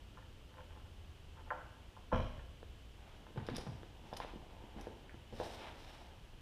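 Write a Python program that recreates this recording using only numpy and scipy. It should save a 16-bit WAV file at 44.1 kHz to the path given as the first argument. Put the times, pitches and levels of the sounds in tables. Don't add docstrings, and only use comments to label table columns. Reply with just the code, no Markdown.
import sys
import numpy as np
from scipy import signal
from scipy.fft import rfft, irfft, next_fast_len
from scipy.io import wavfile
from scipy.ndimage import uniform_filter1d

SR = 44100
rng = np.random.default_rng(int(sys.argv[2]) if len(sys.argv) > 2 else 0)


def generate_wav(sig):
    pcm = np.round(np.clip(np.atleast_2d(sig).T, -1, 1) * 32767).astype(np.int16)
    wavfile.write(sys.argv[1], SR, pcm)


N = 282681
TIME = np.arange(N) / SR
BINS = np.fft.rfftfreq(4096, 1 / SR)
BLOW = np.sqrt(.004 * SR)


def amp(db):
    return 10 ** (np.asarray(db) / 20)


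def evened(x):
    return x / np.sqrt(np.mean(x ** 2) + 1e-20)


def read(points, hz):
    pitch_hz, value = np.transpose(points)
    return np.interp(np.log(hz + 1), np.log(pitch_hz + 1), value)


def spectrum(colour):
    return amp(read(colour, BINS))


def add(mix, start_s, sound):
    part = mix[..., round(start_s * SR):][..., :sound.shape[-1]]
    part += sound[..., :part.shape[-1]]


def coloured(x, colour):
    size = next_fast_len(len(x))
    gain = amp(read(colour, np.fft.rfftfreq(size, 1 / SR)))
    return evened(irfft(rfft(x, size) * gain, size)[:len(x)])


def grains(per_s, spread_db):
    size = amp(spread_db * np.minimum(rng.exponential(1, N), 4)) * rng.standard_normal(N)
    return size * (rng.random(N) < per_s / SR)


def band(hz, width):
    size = next_fast_len(N)
    detune = 2 * (np.fft.rfftfreq(size, 1 / SR) - hz) / width
    noise = rfft(rng.standard_normal(size))
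    return evened(irfft(noise / (1 + detune ** 2), size)[:N])


def swell(u):
    u = np.maximum(u, 0)
    return u * np.exp(1 - u)


def pulse(gain, spread=0.0014, spread_hz=1500):
    cepstrum = irfft(np.log(gain + 1e-9))
    cepstrum[1:len(BINS) - 1] *= 2
    cepstrum[len(BINS):] = 0
    lag = 2 * np.pi * spread * spread_hz * np.arctan(BINS / spread_hz)
    return BLOW * irfft(np.exp(rfft(cepstrum) - 1j * lag))


def contact(hz, centre_hz, sharpness=1):
    return 1 / np.hypot(1, sharpness * (hz / centre_hz - centre_hz / (hz + 0.0018)))


def ring(modes, weights, onset=0.0015):
    t = TIME[:SR]
    sines = np.zeros(SR)
    for k, (hz, db, t60) in enumerate(modes):
        sines += (-1) ** k * weights[k] * amp(db - 60 * t / t60) * np.sin(2 * np.pi * hz * t)
    return sines * (1 - np.exp(-(t / onset) ** 2)) ** 2


def placed(sound, room_db):
    return np.outer([1, amp(room_db)], sound)


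# pitch_hz, level_db
AIR_COLOUR = [(12, -31), (20, 2), (92, -4), (118, -7.5), (174, -14), (211, -14), (235, -15.5), (302, -16),
              (398, -18.5), (497, -20.5), (966, -24.5), (1730, -29.5), (2930, -31.5), (4820, -35.5),
              (15000, -48.5)]
# pitch_hz, width_hz, level_db
HUM_TONES = [(58.9, 15, -64.5), (524, 30, -83), (903, 35, -89), (1656, 64, -86.5), (2999, 3.1, -81.5),
             (2983, 1050, -71)]
# time_s, level_db
DRONE_LEVEL = [(0, -64), (.4, -58.5), (1.3, -60.5), (1.7, -70), (6.41, -69.5)]
AIR_DB = -56.42


def ventilation():
    out = amp(AIR_DB) * coloured(rng.standard_normal(N), AIR_COLOUR)
    out += amp(np.interp(TIME, *np.transpose(DRONE_LEVEL))) * band(hz=82.3, width=9.5)
    for hz, width, db in HUM_TONES:
        out += amp(db) * band(hz, width)
    return out


# pitch_hz, level_db
HEEL_COLOUR = [(10, -33), (150, 6), (400, 6), (1050, 2), (1450, -34), (3000, -49), (15000, -55)]
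SHUFFLE_FROM_S, SHUFFLE_TO_S, SHUFFLE_PER_S = 3.2, 4.95, 30
SHUFFLE_DB, SHUFFLE_HZ = -67.5, 202


def shuffle():
    bump = pulse(spectrum(HEEL_COLOUR) * contact(BINS, SHUFFLE_HZ, sharpness=0.92))
    moving = (TIME > SHUFFLE_FROM_S) & (TIME < SHUFFLE_TO_S)
    taps = rng.uniform(0.82, 1, N) * (rng.random(N) < SHUFFLE_PER_S / SR)
    bumps = evened(signal.fftconvolve(taps, bump)[:N])
    return placed(amp(SHUFFLE_DB) * moving * bumps, room_db=-9.5)


# start_s, level_db, pitch_hz
WEIGHT_BOOMS = [(3.373, -29.5, 108), (3.392, -42.5, 223), (3.509, -39.5, 252), (3.515, -37, 117),
                (3.532, -39.5, 235), (3.556, -42, 163), (3.665, -40.5, 165), (3.685, -34, 124),
                (3.719, -40, 98)]
BOOM_WIDTH_HZ = 51


def booms():
    out = np.zeros(N)
    for start_s, db, hz in WEIGHT_BOOMS:
        resonance = contact(BINS, hz, hz / BOOM_WIDTH_HZ) ** 2
        add(out, start_s, amp(db) * pulse(evened(resonance)))
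    return placed(out, room_db=-11.5)


# start_s, level_db
GRAIN_SNAPS = [(3.566, -51), (4.812, -58.5), (4.817, -66)]
# pitch_hz, level_db
SNAP_SPECTRUM = [(1000, -14), (4500, -10), (5700, 6), (7300, -13), (10000, -5), (12600, -10), (15000, -28)]


def snaps():
    out = np.zeros(N)
    tick = pulse(evened(spectrum(SNAP_SPECTRUM)), spread=0.0003, spread_hz=7200)
    for start_s, db in GRAIN_SNAPS:
        add(out, start_s, amp(db) * tick)
    return placed(out, room_db=-10)


# start_s, level_db, length_s, brightest_pitch_hz
GRIT_BURSTS = [(3.374, -49.5, .007, 1630), (3.401, -55, .004, 1700), (3.464, -56.5, 0.0085, 5200),
               (3.488, -45.5, .003, 1710), (3.498, -54.5, 0.0053, 4400), (3.548, -52, 0.0035, 4800),
               (3.559, -44.5, 0.002, 4900), (3.565, -42, 0.0033, 7000), (3.581, -50.5, 0.0052, 5200),
               (3.608, -52, 0.0064, 5230), (3.665, -59, 0.011, 1190), (4.134, -52, 0.0042, 4070),
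               (4.1662, -49, 0.0033, 5000), (4.1694, -45.5, 0.0032, 7860), (4.2012, -52, .002, 4400)]
# pitch_hz, level_db
GRIT_SPECTRUM = [(300, -14), (900, 19.5), (1500, 12), (2600, 6.5), (3700, 7.5), (4350, -1.5), (5100, 6.5),
                 (6100, -9.5), (6800, -9.5), (7900, -17), (9200, -4), (10000, -4), (10700, -22),
                 (12000, -8), (15000, -22)]
CRUMBS_DB, CRUMBS_LENGTHS = -25.5, 8.1


def grit():
    out, t = np.zeros(N), TIME[:SR // 4]
    hz, colour_db = np.transpose(GRIT_SPECTRUM)
    for start_s, db, length, centre_hz in GRIT_BURSTS:
        tilt_db = 20 * np.log10(contact(hz, centre_hz, sharpness=1.8))
        colour = np.transpose([hz, colour_db + tilt_db])
        u = t / (length / 2)
        burst = swell(u) + amp(CRUMBS_DB) * swell(u / CRUMBS_LENGTHS)
        crackle = coloured(grains(per_s=16000, spread_db=3.0)[:len(t)], colour)
        add(out, start_s, amp(db) * burst * crackle)
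    return placed(out, room_db=-9.0)


# start_s, time_to_top_speed_s, rub_db, rasp_db, sandy_hiss_db
SOLE_SCUFFS = [(2.93, 0.15, -66.5, -69.5, -80), (3.37, 0.17, -58, -62.5, -73), (3.98, 0.12, -63, -70, -72),
               (4.2, 0.023, -57, -53.5, -71), (4.23, 0.048, -58, -60, -81), (4.3, 0.3, -62.5, -78, -90),
               (4.75, 0.07, -58.5, -67, -72), (5.28, 0.16, -63, -60.5, -60.5), (5.395, .045, -54, -72, -60),
               (5.49, 0.051, -59.5, -64, -60.5), (5.54, 0.074, -57.5, -58.5, -67),
               (5.61, 0.066, -58, -57.5, -68), (5.66, 0.2, -62.5, -63.5, -66.5)]
# pitch_hz, level_db
RUB_COLOUR = [(60, -19), (200, -6.5), (360, 0), (480, -3), (620, 2), (920, 2.5), (1200, -13), (2600, -15),
              (4000, -20), (7000, -67), (15000, -52)]
# pitch_hz, level_db
RASP_COLOUR = [(200, -25), (900, 0.5), (1500, 1.5), (2100, -0.5), (2900, -1), (3800, -4.5), (4600, -18),
               (7000, -32), (15000, -47)]
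# pitch_hz, level_db
SAND_COLOUR = [(500, 0), (2000, -10.5), (3800, 4), (4500, -2), (5300, 2), (6800, -10.5), (9500, -10.5),
               (11000, -16), (13500, -17), (15000, -23)]
RUB_POWER, RASP_POWER, SAND_POWER = 1.22, 2.65, 3


def slides(uneven_db=1.2, uneven_s=0.02):
    rub_level, rasp_level, sand_level = np.zeros((3, N))
    for start_s, rise_s, rub_db, rasp_db, sand_db in SOLE_SCUFFS:
        speed = swell((TIME - start_s) / rise_s)
        rub_level = np.hypot(rub_level, amp(rub_db) * speed ** RUB_POWER)
        rasp_level = np.hypot(rasp_level, amp(rasp_db) * speed ** RASP_POWER)
        sand_level = np.hypot(sand_level, amp(sand_db) * speed ** SAND_POWER)
    rub = rub_level * coloured(grains(per_s=2500, spread_db=0.5), RUB_COLOUR)
    rasp = rasp_level * coloured(grains(per_s=6000, spread_db=1.0), RASP_COLOUR)
    sand = sand_level * coloured(grains(per_s=6500, spread_db=1.5), SAND_COLOUR)
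    grip = evened(uniform_filter1d(rng.standard_normal(N), round(uneven_s * SR)))
    return placed(amp(uneven_db * grip) * (rub + rasp + sand), room_db=-13)


# start_s, knock_db,
# knock_pitch_hz, thud_db, slap_db, room_db
FOOTFALLS = [(2.629, -47.5, 455, -62, -57, -15), (3.267, -57, 900, -70, -58, -6),
             (3.360, -48.5, 418, -49, -64, 3), (3.376, -47.5, 745, -49, -55, -1),
             (3.487, -37, 440, -39, -43.5, -7.5), (3.582, -41, 416, -41, -60, -7),
             (3.666, -47.5, 710, -46, -59, -5.5), (3.672, -50, 600, -51, -60, -8.5),
             (3.8318, -49, 417, -51, -54.5, -9.5), (4.1282, -40.5, 710, -43.5, -55, -2.5),
             (4.2012, -38, 980, -53, -48, -7), (4.247, -44, 570, -68, -56, -25),
             (4.336, -48.5, 345, -49, -81, -7), (4.358, -44, 221, -53, -69, -8),
             (4.604, -61, 750, -62, -74, -8), (4.639, -51, 353, -55, -68, -5.5),
             (4.763, -46.5, 228, -47.5, -78, -3.5), (4.785, -55, 750, -62, -60, -2),
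             (4.805, -52, 400, -48, -70, -5), (4.8697, -40.5, 438, -51, -60, -4.5),
             (5.143, -52.5, 320, -46.5, -61, -8.5), (5.325, -52, 520, -48.5, -72, 5.5),
             (5.400, -35.5, 515, -43, -49.5, -3.5), (5.4119, -39, 700, -52, -62, 1)]
# pitch_hz, level_db
THUD_COLOUR = [(8, -21), (40, 5.5), (70, -4.5), (112, -2), (160, -11), (205, -9), (245, 0), (300, -29),
               (1000, -38), (15000, -88)]
# pitch_hz, level_db
SLAP_COLOUR = [(200, -16), (800, 18), (1100, 10.5), (1700, 17.5), (2300, -7.5), (3600, 7), (6000, -46),
               (15000, -43)]
ROLL_S, ROLL_DB = 0.00645, -18


def steps(sharpness=2.5):
    out = np.zeros((2, N))
    heel = evened(spectrum(HEEL_COLOUR))
    thud = evened(spectrum(THUD_COLOUR))
    slap = evened(spectrum(SLAP_COLOUR))
    for start_s, knock_db, hz, thud_db, slap_db, room_db in FOOTFALLS:
        knock = evened(heel * contact(BINS, hz, sharpness))
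        power = amp([knock_db, thud_db, slap_db]) ** 2 @ np.array([knock, thud, slap]) ** 2
        add(out, start_s, placed(pulse(np.sqrt(power), spread=0.00091), room_db))
        ball = amp(knock_db + ROLL_DB) * pulse(knock, spread=0.00063)
        add(out, start_s + ROLL_S, placed(ball, room_db))
    return out


# pitch_hz, level_db, t60_s
HANDLE_MODES = [(313, -8.5, 0.48), (513, -1, 0.53), (590, -4.5, 0.39), (798, -17, 0.32), (858, -6.5, 0.2),
                (917, -4.5, 0.31), (1020, -6, 0.095), (1095, -27, 0.48), (1385, -7, 0.14),
                (1453, -8, 0.093), (1630, -16, 0.21), (1690, -16.5, 0.3), (1778, -2, 0.067),
                (1950, -26, .4)]


def tube_ring(centre_hz, sharpness=1.7, onset=0.0015):
    weights = contact(np.transpose(HANDLE_MODES)[0], centre_hz, sharpness)
    return ring(HANDLE_MODES, weights, onset)


# start_s, length_s, level_db
HANDLE_TURNS = [(0.486, 0.18, -65.5), (0.586, 0.035, -63), (0.684, .13, -63), (0.847, 0.037, -64.5),
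                (1.352, 0.079, -65), (1.46, 0.035, -62)]
# pitch_hz, level_db
CLACK_SPECTRUM = [(20, -40), (350, 4), (600, 5), (740, -0.5), (950, 3.5), (1220, -4.5), (1450, 1),
                  (1800, -6.5), (2400, -7), (3500, -17), (8000, -77), (15000, -93)]


def twist(arch=0.35, tick_db=-1):
    slips = grains(per_s=200, spread_db=1.5)
    tube = signal.fftconvolve(slips, tube_ring(1000))[:N]
    tick = pulse(spectrum(CLACK_SPECTRUM) * contact(BINS, 1200, sharpness=0.86))
    ticks = signal.fftconvolve(slips, tick)[:N]
    effort = np.zeros(N)
    for start_s, length, db in HANDLE_TURNS:
        progress = np.clip((TIME - start_s) / length, 0, 1)
        effort += amp(db) * abs(np.sin(np.pi * progress)) ** arch
    friction = evened(evened(tube) + amp(tick_db) * evened(ticks))
    return placed(effort * friction, room_db=-10.5)


# start_s, click_db, ring_db, brightest_pitch_hz, change_per_bounce_db
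HANDLE_CLACKS = [(0.172, -54, -56, 1160, -12), (0.18, -69, -59, 1770, -11), (0.222, -77, -57.5, 1760, -10),
                 (1.371, -63, -61, 1280, 0.5), (1.394, -66, -63, 1200, -6), (1.472, -58, -61, 916, -4),
                 (1.504, -37.5, -34, 1500, -1), (1.764, -67, -63, 810, -8), (1.965, -54, -59, 1050, -5),
                 (2.391, -65.5, -53, 1700, -10), (5.094, -55, -57, 1947, -13)]
CHATTER_S, CHATTER_PITCH, CHATTER_RING_DB = .0064, 0.73, -18


def handle(room_db=-3.5):
    out = np.zeros((2, N))
    for start_s, click_db, ring_db, top_hz, bounce_db in HANDLE_CLACKS:
        for k in range(3):
            at, hz = start_s + k * CHATTER_S, top_hz * CHATTER_PITCH ** k
            colour = spectrum(CLACK_SPECTRUM) * contact(BINS, hz, sharpness=2.0) ** 2
            click = pulse(evened(colour), spread=0.00151)
            add(out, at, placed(amp(click_db + k * bounce_db) * click, room_db))
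            tube_db = ring_db + k * (bounce_db + CHATTER_RING_DB)
            add(out[0], at, amp(tube_db) * tube_ring(hz))
    return out


# pitch_hz, level_db
IMPACT_COLOUR = [(8, -25), (25, 0.5), (60, 33), (200, 12), (380, 7), (640, 12.5), (770, 1.5), (1060, 8.5),
                 (1200, 0), (1600, 0.5), (2100, -16), (4000, -45), (8000, -51), (15000, -57)]


def blow(db, hz, sharpness):
    colour = spectrum(IMPACT_COLOUR) * contact(BINS, hz, sharpness)
    return amp(db) * pulse(evened(colour), spread=0.00164)


# pitch_hz, level_db
LOOSE_PARTS_COLOUR = [(300, -32), (1900, -2), (2400, 3), (2700, -3.5), (3200, 5.5), (3600, -12), (4050, -4),
                      (4400, -22), (5600, -9.5), (7000, -31), (10500, -32), (11500, -26), (12500, -42)]


def loose_parts(level_db=-50, rise_s=0.018, t60_s=0.8):
    buzz = coloured(grains(per_s=3700, spread_db=1.5), LOOSE_PARTS_COLOUR)
    return buzz * (1 - np.exp(-TIME / rise_s)) * amp(level_db - 60 * TIME / t60_s)


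# pitch_hz, level_db, t60_s
FRAME_MODES = [(28.8, 5, 0.88), (59, 5, 0.45), (82, -7, 0.44), (111, -2, 0.29), (201.4, 1.5, 0.37),
               (239.6, -1, 0.54), (430, -22, 0.33), (492, -13, 0.34), (511, 2, 0.33), (603, -12, 0.42),
               (646, 0, 0.25), (680, -16, 0.21), (670, -6, 0.19), (912, -19, 0.38), (991, -2, 0.19),
               (1080, -16, 0.29), (1110, -13, 0.66), (1290, -16, 0.45), (1324, -15, 0.6), (1388, -1, 0.12),
               (1685, -22, .9), (2415, -18, 0.46), (3000, -20, 1.1), (3230, -30, 0.92), (3980, -33, 0.5)]
# start_s, level_db, pitch_hz
STOP_HITS = [(2.1249, -31.5, 930), (2.1285, -29, 690), (2.1351, -43, 556), (2.145, -34.5, 1510),
             (2.1605, -35, 644), (2.168, -43, 900), (2.198, -39, 800), (2.211, -48, 600)]
# start_s, level_db
LOAD_JOLTS = [(2.14, -31), (2.151, -30), (2.176, -38), (2.189, -32), (2.211, -32.5), (2.378, -40.5)]
TOUCH_S, TOUCH_DB, TOUCH_HZ, TOUCH_RISE_S = 2.115, -34, 1000, 0.0021
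FRAME_S, FRAME_DB, JOLT_HZ, BUZZ_S = 2.13, -39, 111, 2.12


def thump(room_db=-6, load_room_db=-13):
    out = np.zeros((2, N))
    add(out[0], TOUCH_S, amp(TOUCH_DB) * tube_ring(TOUCH_HZ, sharpness=6.1, onset=TOUCH_RISE_S))
    for start_s, db, hz in STOP_HITS:
        add(out, start_s, placed(blow(db, hz, sharpness=0.63), room_db))
    for start_s, db in LOAD_JOLTS:
        add(out, start_s, placed(blow(db, JOLT_HZ, sharpness=0.76), load_room_db))
    add(out[0], FRAME_S, amp(FRAME_DB) * ring(FRAME_MODES, np.ones(len(FRAME_MODES))))
    add(out[0], BUZZ_S, loose_parts())
    return out


# delay_s, share
NEAR_ECHOES = [(.0058, 0.34), (0.0137, 0.32), (0.0147, .36), (.0225, -0.21)]
# pitch_hz, t60_s
TAIL_DECAY = [(60, 1), (250, 0.87), (900, 0.64), (3000, 0.78), (8000, 0.72), (15000, 0.22)]


def garage(x, build=0.0028):
    taps = rng.choice([-1., 1.], SR) * (rng.random(SR) < 4000 / SR)
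    hz, t, z = signal.stft(taps, SR, nperseg=256)
    decay = amp(-60 * t / read(TAIL_DECAY, hz)[:, None])
    tail = signal.istft(z * decay, SR, nperseg=256)[1][:SR]
    tail = tail * (1 - np.exp(-(TIME[:SR] / build) ** 2))
    tail /= np.linalg.norm(tail)
    for delay, share in NEAR_ECHOES:
        tail[round(delay * SR)] += share
    return signal.fftconvolve(x, tail)[:N]


def scene():
    out = ventilation()
    friction = grit() + snaps() + slides()
    feet = steps() + booms() + shuffle()
    jack = handle() + twist() + thump()
    for direct, to_room in (friction, feet, jack):
        out += direct + garage(to_room)
    return out[None]


def record(dry):
    lowpass = signal.firwin(511, 15200, window=("kaiser", 9), fs=SR)
    return signal.oaconvolve(dry, lowpass[None], "same")


dry = scene()
out = record(dry)
generate_wav(out)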